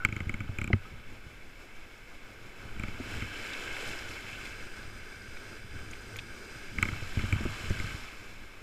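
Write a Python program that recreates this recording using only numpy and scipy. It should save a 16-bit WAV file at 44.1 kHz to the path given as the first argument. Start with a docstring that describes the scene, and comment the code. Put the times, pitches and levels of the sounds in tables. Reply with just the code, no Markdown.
"""Shallow surf, heard by a wader through a chest-strapped camera in a waterproof plastic case.
Far breakers roar; a wave foams round the legs, the wader stoops, a second wave breaks close by.
Water is bubble clouds over rushing noise, its foam and fizz coloured by the case; drops ring as bubbles.
As the body bends, the mount slips and clicks, the straps rub, and the case rattles and thumps."""
import sys
import numpy as np
from scipy import signal
from scipy.fft import rfft, irfft
from scipy.io import wavfile
from scipy.ndimage import uniform_filter1d

SR = 44100
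rng = np.random.default_rng(int(sys.argv[2]) if len(sys.argv) > 2 else 0)


def dump_mix(stems):
    """Bounce the given channels to the path in sys.argv[1] as a 16-bit WAV at rate SR."""
    frames = np.atleast_2d(stems).T  # one column per channel
    limited = np.clip(frames, -1, 1)  # hard clip at full scale
    pcm = np.round(limited * 32767).astype(np.int16)
    wavfile.write(sys.argv[1], SR, pcm)


N = 380141
T = np.arange(N) / SR
FREQS_HZ = np.arange(N // 2 + 1) * SR / N

# waves at the legs: arrival/s, rise/s, hold/s, ebb/s, foam/dB, fizz/dB, churn/dB
SURF_WAVES = [(0, .3, 0.36, 0.98, -56.5, -84, -60), (2.748, .4, 0.46, 0.47, -54.5, -62, -58.5),
              (3.4, .5, .55, 0.62, -44, -50.8, -52.5), (4.373, .28, 0.11, .33, -48.5, -54.5, -59.5),
              (5.183, 0.59, 2.3, 0.7, -55, -58, -61.5), (7.354, 0.68, 0.54, 0.36, -45, -50.5, -58)]
# water spectra: f/Hz, level/dB
CHURN_SPECTRUM = [(60, -32), (150, -8), (320, 1), (480, -2), (720, -7), (1000, -8.5), (1400, -5.5),
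                  (3000, -37)]
FOAM_SPECTRUM = [(500, -4), (1000, -1.5), (1400, 1), (2000, 4.5), (3000, -1), (3800, -8.5), (5000, -35),
                 (9000, -45)]
FIZZ_SPECTRUM = [(2000, -14.5), (3500, 2), (4600, 3), (6200, -1.5), (8000, -4.5), (9200, -6), (12500, -9),
                 (15500, -17)]
ROAR_SPECTRUM = [(200, -30), (550, -4), (900, -4), (1270, 5.5), (1500, -9), (2000, -30), (4000, -44)]
# resonances: f/Hz, width/Hz, lift/dB
CASE_PEAKS = [(1290, 71, 5.5), (1560, 285, 10), (2100, 160, 0), (2244, 336, 11.5), (2628, 213, 9.5),
              (3033, 250, 5), (3470, 290, 6.5), (4055, 340, 5), (4820, 170, 4.5), (5290, 650, 6.5),
              (7250, 1830, 5.5), (11300, 1500, 2)]  # air and walls of the case
NEAR_PEAKS = [(1530, 380, 3), (2030, 260, -2.5), (3060, 410, 7), (4060, 270, 3.5), (7500, 1800, 3)]  # brighter foam at the legs
HOLLOW_PEAKS = [(400, 190, 3.5), (1564, 360, 4.5), (4920, 180, 7.5), (5400, 400, -0.5), (6000, 480, 4.5),
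                (7650, 650, -2), (8560, 1350, 5.5), (10300, 800, -2)]  # hollow between chest, arms and water
# lean over the water: t/s, share/0-1
STOOP_SHARE = [(4.35, 0), (4.65, 1), (6.65, 1), (6.9, 0)]
# drops into the sea: t/s, f/Hz, level/dB, t60/s
SEA_PLOPS = [(0.002, 1450, -35, 0.12), (0.022, 1320, -38, 0.074), (0.035, 1500, -37, 0.054),
             (0.853, 1265, -45, 0.15)]
# drips from the hands: t/s, level/dB, f/Hz
HAND_DRIPS = [(3.534, -30, 3630), (3.877, -41, 8800), (3.989, -36, 5140), (4.455, -31, 2400),
              (5.371, -33, 2264), (5.912, -38, 6540), (5.934, -31, 2340), (6.16, -29.5, 2260),
              (6.166, -38, 6800), (6.168, -44, 12000), (6.188, -30, 3400), (6.191, -26.5, 2480)]
# mount slips a notch: t/s, level/dB, hardness/0-1
SLIPS = [(0.0493, -18, 0.46), (.087, -39, 0.4), (.125, -35.5, 0.4), (0.1645, -33.5, 0.45), (.204, -34, .22),
         (0.2941, -31, 0.38), (.341, -34.5, .45), (0.4047, -37.5, 0.47), (.586, -33.5, 0.7),
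         (.615, -32, 0.5), (.6424, -34, 0.8), (.676, -37, 0.77), (0.7305, -24.5, 0), (2.7968, -39, 0.8),
         (2.8349, -32.5, 0.36), (2.8827, -41, .35), (3.2216, -35.5, 0.3), (6.785, -29.5, 0.23),
         (6.827, -18, .5), (6.8535, -32.5, .42), (6.8867, -32, .22), (7.1919, -35.5, 0.34),
         (7.3257, -28, 0.47), (7.7997, -34.5, 0.46)]
# case modes: f/Hz, decay/s, level/dB
SIDE_MODES = [(597, 0.003, -47), (860, 0.0032, -32), (1075, 0.0024, -30), (1298, 0.0018, -15.5),
              (1474, 0.0015, -14.5), (2595, 0.0018, -22.5), (3093, 0.0013, -20), (3900, 0.0013, -31.5)]  # beside the main mode
EDGE_MODES = [(6930, 0.00028, 5.5), (7400, 0.00053, 7), (7300, 0.00075, -9.5), (9630, 0.00043, -6),
              (10800, 0.00055, -9), (12300, .0003, -2.5)]  # sharp edge of a slip
THUMP_MODES = [(64, 0.0093, -7.5), (97, 0.012, 2), (124, 0.004, 3.5)]  # case on its strap, low
KNOCK_MODES = [(217.6, 0.00594, 5.5), (302, 0.0032, 5.5), (420, 0.003, -11.5), (559, 0.0036, -7)]  # case on its strap, mid
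# handling spectra: f/Hz, level/dB
CRACK_SPECTRUM = [(200, 2), (450, -18), (750, -50), (1200, 2), (2400, 18), (3400, -9), (4400, -2),
                  (6000, -9.5), (15000, -57)]
RUB_SPECTRUM = [(25, -10), (60, 1), (85, -5.5), (102, 2.5), (135, -10), (175, -11), (225, -7.5), (300, -16),
                (500, -33.5), (1000, -62.5)]
SWAY_SPECTRUM = [(3, 4.5), (10, 12), (20, 3.5), (40, -4), (70, -19.5), (150, -62)]
# body pulls at the straps: t/s, length/s, rub/dB
BODY_MOVES = [(0.102, 0.57, -47.5), (0.894, .27, -54.5), (2.686, 0.22, -46.5), (3.137, 0.055, -41.5),
              (3.7, 3, -53.5), (5.73, .1, -48.5), (6.783, 0.18, -42), (7.195, 0.24, -39.5),
              (7.704, 0.12, -41.5), (8.04, 0.37, -58)]
# case hits the chest: t/s, thump/dB, knock/dB, knock tilt/(dB/octave)
CHEST_BUMPS = [(0.222, -30, -48, 0), (.269, -24.5, -44, 4), (.492, -24, -36, 4), (.702, -32, -22.5, 3.5),
               (0.7347, -13, -21, -7), (1.264, -38.5, -57, 0), (3.0, -33, -29, -6), (6.925, -27, -44, -2),
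               (7.022, -29.5, -35, 7), (7.172, -17, -26.5, -5), (7.238, -22.5, -29, 0),
               (7.332, -18, -29, -2), (7.36, -21.5, -43.5, 2), (7.407, -27, -27.5, 1),
               (7.453, -20.5, -25, 0), (7.458, -21.5, -27.5, 1), (7.705, -19, -25.5, -1),
               (7.841, -26, -45, 0), (7.944, -30.5, -56, 0)]

CALM_FOAM_DB, CALM_FIZZ_DB, CALM_CHURN_DB = -53, -61.5, -61
SPRAY_LOW_HZ, SPRAY_HIGH_HZ = 2600, 7500
SOFT_SLIP_HZ, HARD_SLIP_HZ = 2092, 2404  # main case mode at hardness 0 and 1
SNAP_ATTACK_S, SNAP_DECAY_S = 0.00043, 0.0047
STRAP_DETUNE = 0.035
REST_RUB_DB, HISS_DB, TOP_HZ = -58, -71.5, 15350


def undb(db):
    """Decibels to gain."""
    return 10 ** (np.asarray(db) / 20)


def unit(x):
    """Scale to rms 1."""
    return x / np.sqrt(np.mean(x ** 2))


def colour(x, spectrum):
    """Filter x by a smooth spectrum; rms 1."""
    hz, db = np.transpose(spectrum)
    gain = undb(np.interp(np.log(FREQS_HZ + 1), np.log(hz), db))
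    return unit(irfft(rfft(x) * gain, N))


def resonate(x, peaks):
    """Filter x by one bell per resonance."""
    db = sum(lift_db * 2 ** -(2 * (FREQS_HZ - hz) / width_hz) ** 2 for hz, width_hz, lift_db in peaks)
    return irfft(rfft(x) * undb(db), N)


def walk(rate_hz):
    """Smooth random wander; rms 1."""
    step = int(SR / rate_hz)
    stairs = np.repeat(rng.standard_normal(N // step + 1), step)
    return unit(uniform_filter1d(stairs, step)[:N])


def envelope(at_s, rise_s, hold_s, ebb_s):
    """Gaussian rise until at_s; exponential ebb from at_s + hold_s."""
    return np.exp(-(np.minimum(T - at_s, 0) / rise_s) ** 2 - np.maximum(T - at_s - hold_s, 0) / ebb_s)


def scatter(per_s, level_db, spread_db):
    """Random events round a level curve: t/s, level/dB, size/0-1."""
    draws = rng.random((int(per_s * N / SR), 3))
    return [(when * N / SR, level_db[int(when * N)] + spread_db * (2 * strength - 1), size)
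            for when, strength, size in draws]


def add(track, at_s, sound):
    """Mix sound into track."""
    i = max(int(at_s * SR), 0)
    track[i:i + len(sound)] += sound[:max(N - i, 0)]


def bubble(hz, t60_s, rise):
    """Ringing bubble; pitch climbs as it nears the surface."""
    t = T[:int(t60_s * SR) + 2]
    return np.exp(-np.log(1000) * t / t60_s) * np.sin(2 * np.pi * hz * t * (1 + rise * t / t60_s / 2))


def bubbles(low_hz, high_hz, per_s, cycles, spread_db, sizes=20):
    """Cloud of bubbles, most faint, a few strong; even spectrum, rms 1."""
    out = np.zeros(N)
    for hz in np.geomspace(low_hz, high_hz, sizes):
        when, rank = rng.random((int(per_s * N / SR / sizes), 2)).T
        births = np.zeros(N)
        births[(when * N).astype(int)] = undb(-spread_db * np.log(np.maximum(rank, 0.01)))
        out += hz * signal.oaconvolve(births, bubble(hz, cycles / hz, rise=0.2))[:N]
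    return unit(out)


def surf_levels_db():
    """Foam, fizz and churn: each wave adds its power to the calm sea."""
    power = undb([CALM_FOAM_DB, CALM_FIZZ_DB, CALM_CHURN_DB])[:, None] ** 2
    for at_s, rise_s, hold_s, ebb_s, *levels_db in SURF_WAVES:
        power = power + np.outer(undb(levels_db), envelope(at_s, rise_s, hold_s, ebb_s)) ** 2
    return 10 * np.log10(power)


def surf(foam_db, fizz_db, churn_db):
    """Churn, foam and fizz: bubbles over a rush; single bubbles stand out as the foam nears."""
    near = np.clip(undb(foam_db + 41.5), 0, 1)
    surge = walk(12)
    churn = rng.standard_normal(N) + 0.15 * near * bubbles(325, 930, 250, cycles=14, spread_db=3)
    foam = rng.standard_normal(N) + 0.53 * near * bubbles(1015, 4490, 1600, cycles=21, spread_db=2.5)
    fizz = rng.standard_normal(N) + 0.69 * near * bubbles(3450, 14300, 2500, cycles=11, spread_db=4)
    churn = colour(churn, CHURN_SPECTRUM) * undb(churn_db + 3 + 1.3 * surge)
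    foam = unit(resonate(colour(foam, FOAM_SPECTRUM), CASE_PEAKS))
    foam *= undb(foam_db - 0.83 + 0.42 * surge + 0.5 * walk(30))
    fizz = unit(resonate(colour(fizz, FIZZ_SPECTRUM), CASE_PEAKS))
    fizz *= undb(fizz_db - 2.32 + surge + 0.25 * walk(40))
    sea = churn + foam + fizz
    sea = (1 - near ** 2) * sea + near ** 2 * resonate(sea, NEAR_PEAKS)
    stoop = np.interp(T, *np.transpose(STOOP_SHARE))
    return (1 - stoop) * sea + stoop * resonate(sea, HOLLOW_PEAKS)


def drops(fizz_db):
    """Round plops; drips and stray spray, each a tiny bubble in a puff of hiss."""
    out = np.zeros(N)
    for at_s, hz, db, t60_s in SEA_PLOPS:
        add(out, at_s, undb(db) * bubble(hz, t60_s, rise=0.21))
    t = T[:SR // 30]
    puff = t / 0.0019 * np.exp(1 - t / 0.0027)
    spray = [(at_s, db, SPRAY_HIGH_HZ * (SPRAY_LOW_HZ / SPRAY_HIGH_HZ) ** size)
             for at_s, db, size in scatter(per_s=7.8, level_db=fizz_db + 3.5, spread_db=10)]
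    for at_s, db, hz in HAND_DRIPS + spray:
        band = signal.butter(2, [hz * 0.77, hz * 1.62], "band", fs=SR, output="sos")
        hiss = unit(signal.sosfilt(band, rng.standard_normal(len(t))))
        add(out, at_s, undb(db - 20.5) * puff * hiss)
        add(out, at_s, undb(db) * bubble(hz, t60_s=0.011, rise=0.11))
    return out


def strike(modes, swell, detune):
    """One blow: randomly detuned modes swell briefly and decay; peak 1."""
    t = T[:SR // 8]
    ring = np.zeros(len(t))
    for hz, decay_s, db in modes:
        tuned_hz = hz * (1 + detune * rng.standard_normal())
        shape = (t / decay_s) ** swell * np.exp(-t / decay_s)
        ring += undb(db) * shape * np.sin(2 * np.pi * tuned_hz * t)
    return ring / np.abs(ring).max()


def mount_slips():
    """Each slip cracks, rings the case and rocks it; harder slips ring higher and sharper."""
    out, snap = np.zeros(N), np.zeros(N)
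    t = T[:SR // 20]
    snap_shape = (1 - np.exp(-t / SNAP_ATTACK_S)) * np.exp(-t / SNAP_DECAY_S)
    for at_s, db, hardness in SLIPS:
        main_hz = SOFT_SLIP_HZ + (HARD_SLIP_HZ - SOFT_SLIP_HZ) * hardness
        sides = [(hz, decay_s, side_db + 2.5 * (1 - hardness)) for hz, decay_s, side_db in SIDE_MODES]
        ring = strike([(main_hz, 0.0009, 0), *sides], swell=1.79, detune=0.016)
        add(snap, at_s, undb(db - 6.5) * snap_shape)
        add(out, at_s - 0.0003, undb(db + 8) * ring)
        add(out, at_s - 0.0002, undb(db) * hardness * strike(EDGE_MODES, swell=1.63, detune=0.024))
        # the heavy case lags the slip
        rock_db = -18.5 + 0.28 * db
        add(out, at_s + 0.0018, -undb(rock_db) * strike(THUMP_MODES, swell=0.3, detune=STRAP_DETUNE))
        add(out, at_s + 0.0026, -undb(rock_db - 5) * strike(KNOCK_MODES, swell=0.52, detune=0.046))
    return out + snap * colour(rng.standard_normal(N), CRACK_SPECTRUM)


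def rub_level_db():
    """Each move adds its power to a body never quite still."""
    power = sum((undb(db) * envelope(at_s, rise_s=0.073, hold_s=length_s, ebb_s=0.14)) ** 2
                for at_s, length_s, db in BODY_MOVES)
    return 10 * np.log10(power + undb(REST_RUB_DB) ** 2)


def straps(rub_db):
    """The harness rubs in uneven jerks; the camera sways with the body."""
    jerks = rng.standard_normal(N) * undb(1.94 * walk(35))
    rub = colour(jerks, RUB_SPECTRUM) * undb(rub_db)
    sway = colour(rng.standard_normal(N), SWAY_SPECTRUM) * undb(0.43 * rub_db - 23)
    return rub + sway


def case_rattle(rub_db):
    """The loose case ticks in its mount, as hard as the straps pull."""
    ticks = np.zeros(N)
    for at_s, db, _ in scatter(per_s=30, level_db=rub_db + 3.5, spread_db=3):
        ticks[int(at_s * SR)] = undb(db)
    return signal.oaconvolve(ticks, strike(SIDE_MODES, swell=1.63, detune=0.01))[:N]


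def case_bumps(rub_db):
    """The case thumps and knocks on the chest, and jostles softly as the body moves."""
    out = np.zeros(N)
    for at_s, thump_db, knock_db, tilt_db_per_octave in CHEST_BUMPS:
        modes = [(hz, decay_s, db + tilt_db_per_octave * np.log2(hz / KNOCK_MODES[0][0]))
                 for hz, decay_s, db in KNOCK_MODES]
        add(out, at_s + 0.00093, undb(thump_db) * strike(THUMP_MODES, swell=0.58, detune=STRAP_DETUNE))
        add(out, at_s + 0.00094, undb(knock_db) * strike(modes, swell=0.56, detune=0.11))
    for at_s, db, _ in scatter(per_s=5, level_db=rub_db + 9.5, spread_db=3.5):
        add(out, at_s, undb(db) * strike(THUMP_MODES, swell=0.73, detune=STRAP_DETUNE))
    return out


def breaker():
    """Tumbling wave front: large trapped bubbles in an uneven roar."""
    tumble = rng.standard_normal(N) + 0.26 * bubbles(386, 1520, per_s=500, cycles=14, spread_db=1.5)
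    roar = colour(tumble, ROAR_SPECTRUM) * undb(-50.5 + 1.1 * walk(12))
    return roar * envelope(at_s=7.5, rise_s=0.37, hold_s=-0.12, ebb_s=0.7)


def scene():
    """Water, handling noise and steady microphone hiss; mono."""
    foam_db, fizz_db, churn_db = surf_levels_db()
    rub_db = rub_level_db()
    hiss = undb(HISS_DB) * rng.standard_normal(N)
    sea = surf(foam_db, fizz_db, churn_db) + drops(fizz_db) + breaker()
    handling = mount_slips() + straps(rub_db) + case_rattle(rub_db) + case_bumps(rub_db)
    return (sea + handling + hiss)[None]


def record(dry):
    """The camera cuts the top treble."""
    return signal.sosfilt(signal.ellip(12, 0.2, 70, TOP_HZ, fs=SR, output="sos"), dry)


dry = scene()
out = record(dry)
dump_mix(out)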